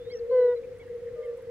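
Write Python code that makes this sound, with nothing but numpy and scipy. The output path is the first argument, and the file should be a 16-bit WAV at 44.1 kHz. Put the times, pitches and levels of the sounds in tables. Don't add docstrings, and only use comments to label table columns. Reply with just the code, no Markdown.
import sys
import numpy as np
from scipy import signal
from scipy.fft import rfft, irfft, next_fast_len
from scipy.io import wavfile
from scipy.ndimage import uniform_filter1d, map_coordinates

SR = 44100
rng = np.random.default_rng(int(sys.argv[2]) if len(sys.argv) > 2 else 0)


def field_ratio(decibels):
    return 10 ** (np.asarray(decibels, dtype=float) / 20)


def output_pcm(signal):
    pcm = np.clip(np.atleast_2d(signal).T, -1, 1) * 32767
    wavfile.write(sys.argv[1], SR, np.round(pcm).astype(np.int16))


N = 66150
TIME = np.arange(N) / SR


def unit(x):
    return x / np.sqrt(np.mean(x ** 2) + 1e-20)


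def along(points, hz):
    f, value = np.transpose(points)
    return np.interp(np.log(hz + 1), np.log(f + 1), value)


def wobble(rate):
    knots = rng.standard_normal(int(N * rate / SR) + 4)
    return map_coordinates(knots, [TIME * rate])


def filtered(x, response):
    m = next_fast_len(N + 8192)
    spectrum = rfft(x, m) * response(np.fft.rfftfreq(m, 1 / SR))
    return irfft(spectrum, m)[..., :N]


def placed(x, lag_s, lean_db=0):
    side = np.array([[1], [-1]]) / 2
    return field_ratio(side * lean_db) * filtered(x, lambda hz: np.exp(-2j * np.pi * hz * lag_s * side))


def gate(start, end, fade):
    nearest_edge = np.minimum(TIME - start, end - TIME)
    return np.sin(np.pi / 2 * np.clip(nearest_edge / fade, 0, 1)) ** 2


def track(rows, fade):
    s, hz, db = np.transpose(rows)
    start, end = s[0] - fade, s[-1] + fade
    pitch = uniform_filter1d(np.interp(TIME, s, hz), size=200)
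    phase = 2 * np.pi * np.cumsum(pitch * (TIME >= start)) / SR
    gain = np.sqrt(2) * field_ratio(np.interp(TIME, s, db)) * gate(start, end, fade)
    return phase, gain


# (frequency [Hz], likeness [0 to 1])
LIKENESS = [(60, .88), (300, 0.6), (700, 0.62), (1900, 0.74), (3100, .25), (6000, .05), (15000, .01)]


def rush(spectrum, patchy_db):
    grid = signal.stft(rng.standard_normal((2, N + 512)), nperseg=512)[2]
    patches = rng.standard_normal(grid.shape[1:])
    patches = uniform_filter1d(patches, size=5, axis=0)
    patches = unit(uniform_filter1d(patches, size=6, axis=1))
    pair = signal.istft(grid * field_ratio(patchy_db * patches), nperseg=512)[1][:, :N]

    def response(hz):
        turn = np.arccos(np.clip(along(LIKENESS, hz), 0, 1)) / 2
        return field_ratio(along(spectrum, hz)) * np.array([np.cos(turn), np.sin(turn)])

    mid, side = filtered(pair, response)
    return unit(placed(np.array([mid + side, mid - side]), lag_s=5e-5))


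# (time [s], pitch [Hz], level [dB rms])
NEAR_NOTE = [
    (0.307, 510.4, -32.0),
    (0.322, 512.9, -24.0),
    (0.35, 507.9, -20.0),
    (0.4, 498.8, -19.0),
    (0.44, 492.9, -19.5),
    (0.49, 488.7, -22.0),
    (0.535, 487.6, -23.5),
    (0.552, 480.2, -30.5),
]
# (multiple of the note [x], level [dB rms], drift [dB/s], swell time [s], lean right [dB])
NEAR_OVERTONES = [(2, -43.5, -29, 0.011, 1), (3, -51.5, -9, 0.028, 1.5), (4, -51, -12, 0.045, 2),
                  (5, -73.5, -6, .04, 3.5), (6, -65, -49.5, .03, 6), (7, -76, -21.5, 0.026, 1.5)]


def near_toad():
    buzz_from_s, buzz_to_s, open_s, close_s = .305, .554, .008, .028
    waver_hz, waver_db, grain_db = .15, .7, .45
    phase, gain = track(NEAR_NOTE, fade=.012)
    phase = phase + 2 * np.pi * np.cumsum(waver_hz * wobble(30)) / SR * (gain > 0)
    out = placed(gain * np.sin(phase), 1e-5, .6)
    since = np.clip(TIME - buzz_from_s, 0, None)
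    buzzing = np.sqrt(2) * gate(buzz_from_s, 1, open_s) * gate(0, buzz_to_s, close_s)
    for multiple, db, drift_db, swell_s, lean_db in NEAR_OVERTONES:
        level = db + drift_db * since + waver_db * wobble(25) + grain_db * multiple * wobble(150)
        swell = 1 - np.exp(-since / swell_s)
        tone = buzzing * field_ratio(level) * swell * np.sin(multiple * phase)
        out = out + placed(tone, 1e-5, -lean_db)
    return out


def hoot(start, length, hz, db, tones, roundness):
    sag, sag_s = .06, .12
    u = np.clip(TIME - start, 0, length)
    phase = 2 * np.pi * hz * (u + sag * sag_s * (1 - np.exp(-u / sag_s)))
    swell = np.abs(np.sin(np.pi * u / length)) ** roundness * (TIME < start + length)
    return swell * sum(field_ratio(db + tone_db) * np.sin(multiple * phase) for multiple, tone_db in tones)


# (start [s], length [s], resting pitch [Hz], peak level [dB])
POND_HOOTS = [(-0.0754, 0.32, 455, -43.0), (-0.063, 0.16, 488, -43.5), (-0.0314, 0.32, 467, -38.5),
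              (0.0283, 0.33, 479, -37.5), (0.0601, 0.33, 452, -46.0), (0.0605, 0.14, 436, -42.5),
              (0.0759, 0.15, 467, -46.5), (0.136, 0.32, 452, -34.5), (0.2098, 0.32, 434, -45.5),
              (0.2235, 0.15, 479, -35.5), (0.2257, 0.15, 455, -33.5), (0.2392, 0.19, 488, -35.5),
              (0.2397, 0.17, 465, -31.5), (0.255, 0.14, 509, -40.5), (0.3307, 0.33, 470, -38.5),
              (0.3446, 0.33, 464, -34.5), (0.3595, 0.16, 448, -30.5), (0.3745, 0.33, 482, -40.0),
              (0.4051, 0.25, 449, -43.5), (0.5553, 0.33, 452, -48.5), (0.5705, 0.19, 506, -44.0),
              (0.5825, 0.32, 488, -53.0), (0.6314, 0.33, 491, -50.5), (0.6323, 0.15, 473, -39.5),
              (0.7955, 0.23, 451, -41.5), (0.797, 0.33, 491, -45.5), (0.8543, 0.13, 453, -47.5),
              (0.8543, 0.31, 479, -51.5), (0.8555, 0.27, 464, -35.5), (0.9159, 0.25, 467, -42.5),
              (0.9297, 0.26, 482, -50.0), (0.9599, 0.24, 450, -44.5), (0.9705, 0.21, 488, -44.0),
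              (1.035, 0.15, 506, -47.5), (1.0654, 0.21, 466, -36.0), (1.1396, 0.2, 443, -41.0),
              (1.1405, 0.25, 449, -47.0), (1.1704, 0.15, 495, -41.0), (1.1855, 0.2, 464, -32.5),
              (1.2441, 0.29, 449, -46.0), (1.2603, 0.33, 509, -45.0), (1.2738, 0.15, 479, -48.0),
              (1.2748, 0.15, 468, -46.5), (1.2871, 0.23, 500, -53.0), (1.4242, 0.28, 470, -40.5),
              (1.4258, 0.33, 452, -35.0)]
# (frequency [Hz], level [dB])
FAR_BLUR = [(370, -23), (395, -10.5), (425, -28.5), (450, -2.5), (500, -3.5), (550, -14.5)]


def neighbours():
    out = field_ratio(-49) * rush([(300, -120)] + FAR_BLUR + [(600, -34.5), (750, -120)], patchy_db=3.0)
    for row in POND_HOOTS:
        voice = hoot(*row, [(1, 0), (2, -44.5)], roundness=.6)
        lag_s = 7e-5 + 3e-5 * rng.standard_normal()
        lean_db = 1.6 + 1.6 * rng.standard_normal()
        out = out + placed(voice, lag_s, lean_db)
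    return out


# (start [s], length [s], resting pitch [Hz], peak level [dB])
SMALL_HOOT = (1.159, .195, 578, -46)
# (multiple of the pitch [x], level [dB])
SMALL_TONES = [(1, 0), (2, -11.5), (3, -23)]


def small_toad():
    fade_db_per_s = -30
    voice = hoot(*SMALL_HOOT, SMALL_TONES, roundness=.12)
    return placed(voice * field_ratio(fade_db_per_s * (TIME - SMALL_HOOT[0])), 1.3e-4, 2.1)


# (time [s], pitch [Hz], level [dB rms])
RISING_WHISTLE = [(0, 3410, -65), (.06, 3615, -64.5), (.092, 3810, -64), (.105, 4060, -57),
                  (.116, 4550, -52), (.128, 5280, -59), (.136, 4600, -72)]
DROPPING_WHISTLE = [(.186, 5800, -63.5), (.191, 4860, -59), (0.195, 4430, -60), (0.201, 3800, -68)]
WARBLED_WHISTLE = [(.298, 4050, -65.5), (.317, 4300, -66.5), (.404, 4180, -62.5), (0.421, 4050, -59),
                   (.433, 3880, -64.5), (.452, 4250, -64), (.464, 4090, -60.5), (.478, 3820, -65),
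                   (0.527, 3670, -65.5)]
CHIP_NOTE = [
    (.555, 4020, -66),
    (.567, 4110, -62.5),
    (.579, 4020, -64),
    (.588, 3700, -76),
]
# (start [s], lowest pitch [Hz], level [dB rms])
TRILL_NOTES = [
    (0.133, 5270, -52),
    (.151, 5600, -55.5),
    (0.166, 5600, -54),
]


def songbird():
    trill_s, dip_at, bend_hz = .014, .42, 2200
    echo_s, echo_db = .006, -20
    song = np.zeros(N)
    for rows in (RISING_WHISTLE, DROPPING_WHISTLE, WARBLED_WHISTLE, CHIP_NOTE):
        phase, gain = track(rows, fade=.0013)
        song = song + gain * np.sin(phase)
    for start, hz, db in TRILL_NOTES:
        u = np.clip((TIME - start) / trill_s, 0, 1)
        scoop = 2 * np.pi * np.cumsum(hz + bend_hz * (u - dip_at) ** 2) / SR
        gain = np.sqrt(2) * field_ratio(db - 18 * np.abs(u - dip_at)) * gate(start, start + trill_s, .003)
        song = song + gain * np.sin(scoop)
    direct = placed(song * field_ratio(.8 * wobble(60)), .99e-4, -2.1)
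    return direct + field_ratio(echo_db) * np.roll(song, round(echo_s * SR))


# (start [s], top pitch [Hz], level [dB rms], stretch in time [x])
WADER_CALLS = [
    (.101, 1105, -55, 1),
    (.797, 1140, -59, .74),
    (1.225, 1085, -59.5, .85),
]
# (time [s], pitch over top [x], level [dB])
YELP_SHAPE = [
    (0, 0.94, -4),
    (.009, .99, 0.5),
    (.021, 1, 2),
    (.034, .96, -1),
    (.05, 0.85, -7),
    (.065, .81, -10),
    (.09, .81, -10),
    (.12, .8, -17),
]
# (multiple of the pitch [x], level [dB], lean right [dB], share of the fading [x])
YELP_PARTIALS = [(2, 0, 2, 1.01), (3, -7.5, 0, .9)]


def wader():
    out = np.zeros((2, N))
    for start, hz, db, stretch in WADER_CALLS:
        rows = [(start + u * stretch, hz * bend, db + shape_db) for u, bend, shape_db in YELP_SHAPE]
        phase, gain = track(rows, fade=.002)
        phase = phase + .12 * wobble(250)
        for multiple, tone_db, lean_db, share in YELP_PARTIALS:
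            level = field_ratio(tone_db + 2.2 * wobble(90)) * gain ** share * field_ratio(db) ** (1 - share)
            out = out + placed(level * np.sin(multiple * phase), 8e-5, -lean_db)
    return out


# (time [s], peak level [dB], centre frequency [Hz])
FAR_CROAKS = [(0.046, -58, 1890), (.558, -56.5, 2130), (0.629, -58, 2370), (1.275, -64, 1800),
              (1.38, -58, 960), (.71, -66.5, 2380), (0.75, -64, 1988), (.825, -58.5, 930),
              (0.867, -56, 1800), (.9, -62.5, 2015), (0.998, -64, 1900), (1.065, -54.5, 1900),
              (1.139, -61, 2070), (1.214, -63, 1974), (1.4, -66, 1870)]


def croaks():
    rate_hz, width, roughness, croak_s = 110, .12, 1.1, .038
    out = np.zeros(N)
    for s, db, hz in FAR_CROAKS:
        clicks = np.cos(np.pi * rate_hz * (TIME - s)) ** 4
        band = filtered(rng.standard_normal(N), lambda f: np.exp(-((f / hz - 1) / width) ** 2))
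        envelope = (roughness + clicks) * gate(s - .004, s - .004 + croak_s, croak_s / 3)
        out = out + field_ratio(db - 9.5) * unit(band) * envelope
    return placed(out, 5e-5, -2.1)


# (time [s], peak level [dB], centre frequency [Hz], time to fade by 60 dB [s])
REED_TICKS = [(.1007, -64, 9250, 0.025), (.772, -65, 9400, .02), (.7846, -62.5, 9550, 0.03),
              (.7846, -68, 6560, 0.023), (.866, -65.5, 8540, .03), (.96, -68, 10750, 0.044),
              (1.255, -64.5, 10200, 0.044), (1.3713, -61.5, 9000, 0.06), (1.3713, -67, 13060, 0.034),
              (1.379, -65, 10000, .04), (1.4207, -63, 14300, .015), (1.4207, -62.5, 10700, .03)]


def reeds():
    out = np.zeros((2, N))
    for s, db, hz, t60 in REED_TICKS:
        since = TIME - s
        noise = rng.standard_normal((2, N))
        band = unit(filtered(noise, lambda f: np.exp(-(np.log(f / hz + 1e-9) / .19) ** 2)))
        decay = field_ratio(db - 3 - 60 * np.clip(since, 0, 1) / t60) * (since >= 0)
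        out = out + decay * band
    return out


# (frequency [Hz], level [dB])
AIR_SPECTRUM = [(360, -33), (620, 0), (880, -7.5), (1680, -5.5), (2140, -5.5), (2350, -10.5), (2950, -12.5),
                (3570, -14.5), (15500, -29)]


def marsh_air():
    return field_ratio(-62) * rush(AIR_SPECTRUM, patchy_db=0.0)


# (frequency [Hz], level [dB])
ROAD_SPECTRUM = [(15, -41.5), (30, -11), (55, -4), (100, -4.5), (172, -10.5), (351, -13), (420, -12.5),
                 (600, -44.5), (920, -120)]
# (time [s], level [dB rms])
ENGINE_LEVEL = [
    (0, -65),
    (0.069, -51),
    (.15, -76.5),
    (.7, -65),
    (.79, -53),
    (0.949, -60),
    (1.1, -67.5),
    (1.5, -68),
]


def road():
    engine_hz, waver_hz = 100.8, 3
    s, db = np.transpose(ENGINE_LEVEL)
    phase = 2 * np.pi * np.cumsum(engine_hz + waver_hz * wobble(11)) / SR
    engine = np.sqrt(2) * field_ratio(np.interp(TIME, s, db) - 3) * np.sin(phase)
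    return field_ratio(-56 + wobble(5)) * rush(ROAD_SPECTRUM, patchy_db=1.15) + engine


def scene():
    toads = near_toad() + neighbours() + small_toad()
    animals = toads + songbird() + wader() + croaks()
    return animals + reeds() + marsh_air() + road()


def roll_off(x):
    return signal.sosfilt(signal.butter(12, 15735, fs=SR, output="sos"), x)


def record(dry):
    top_hz = 15720
    mix = filtered(dry, lambda hz: hz < top_hz)
    return roll_off(mix)


dry = scene()
out = record(dry)
output_pcm(out)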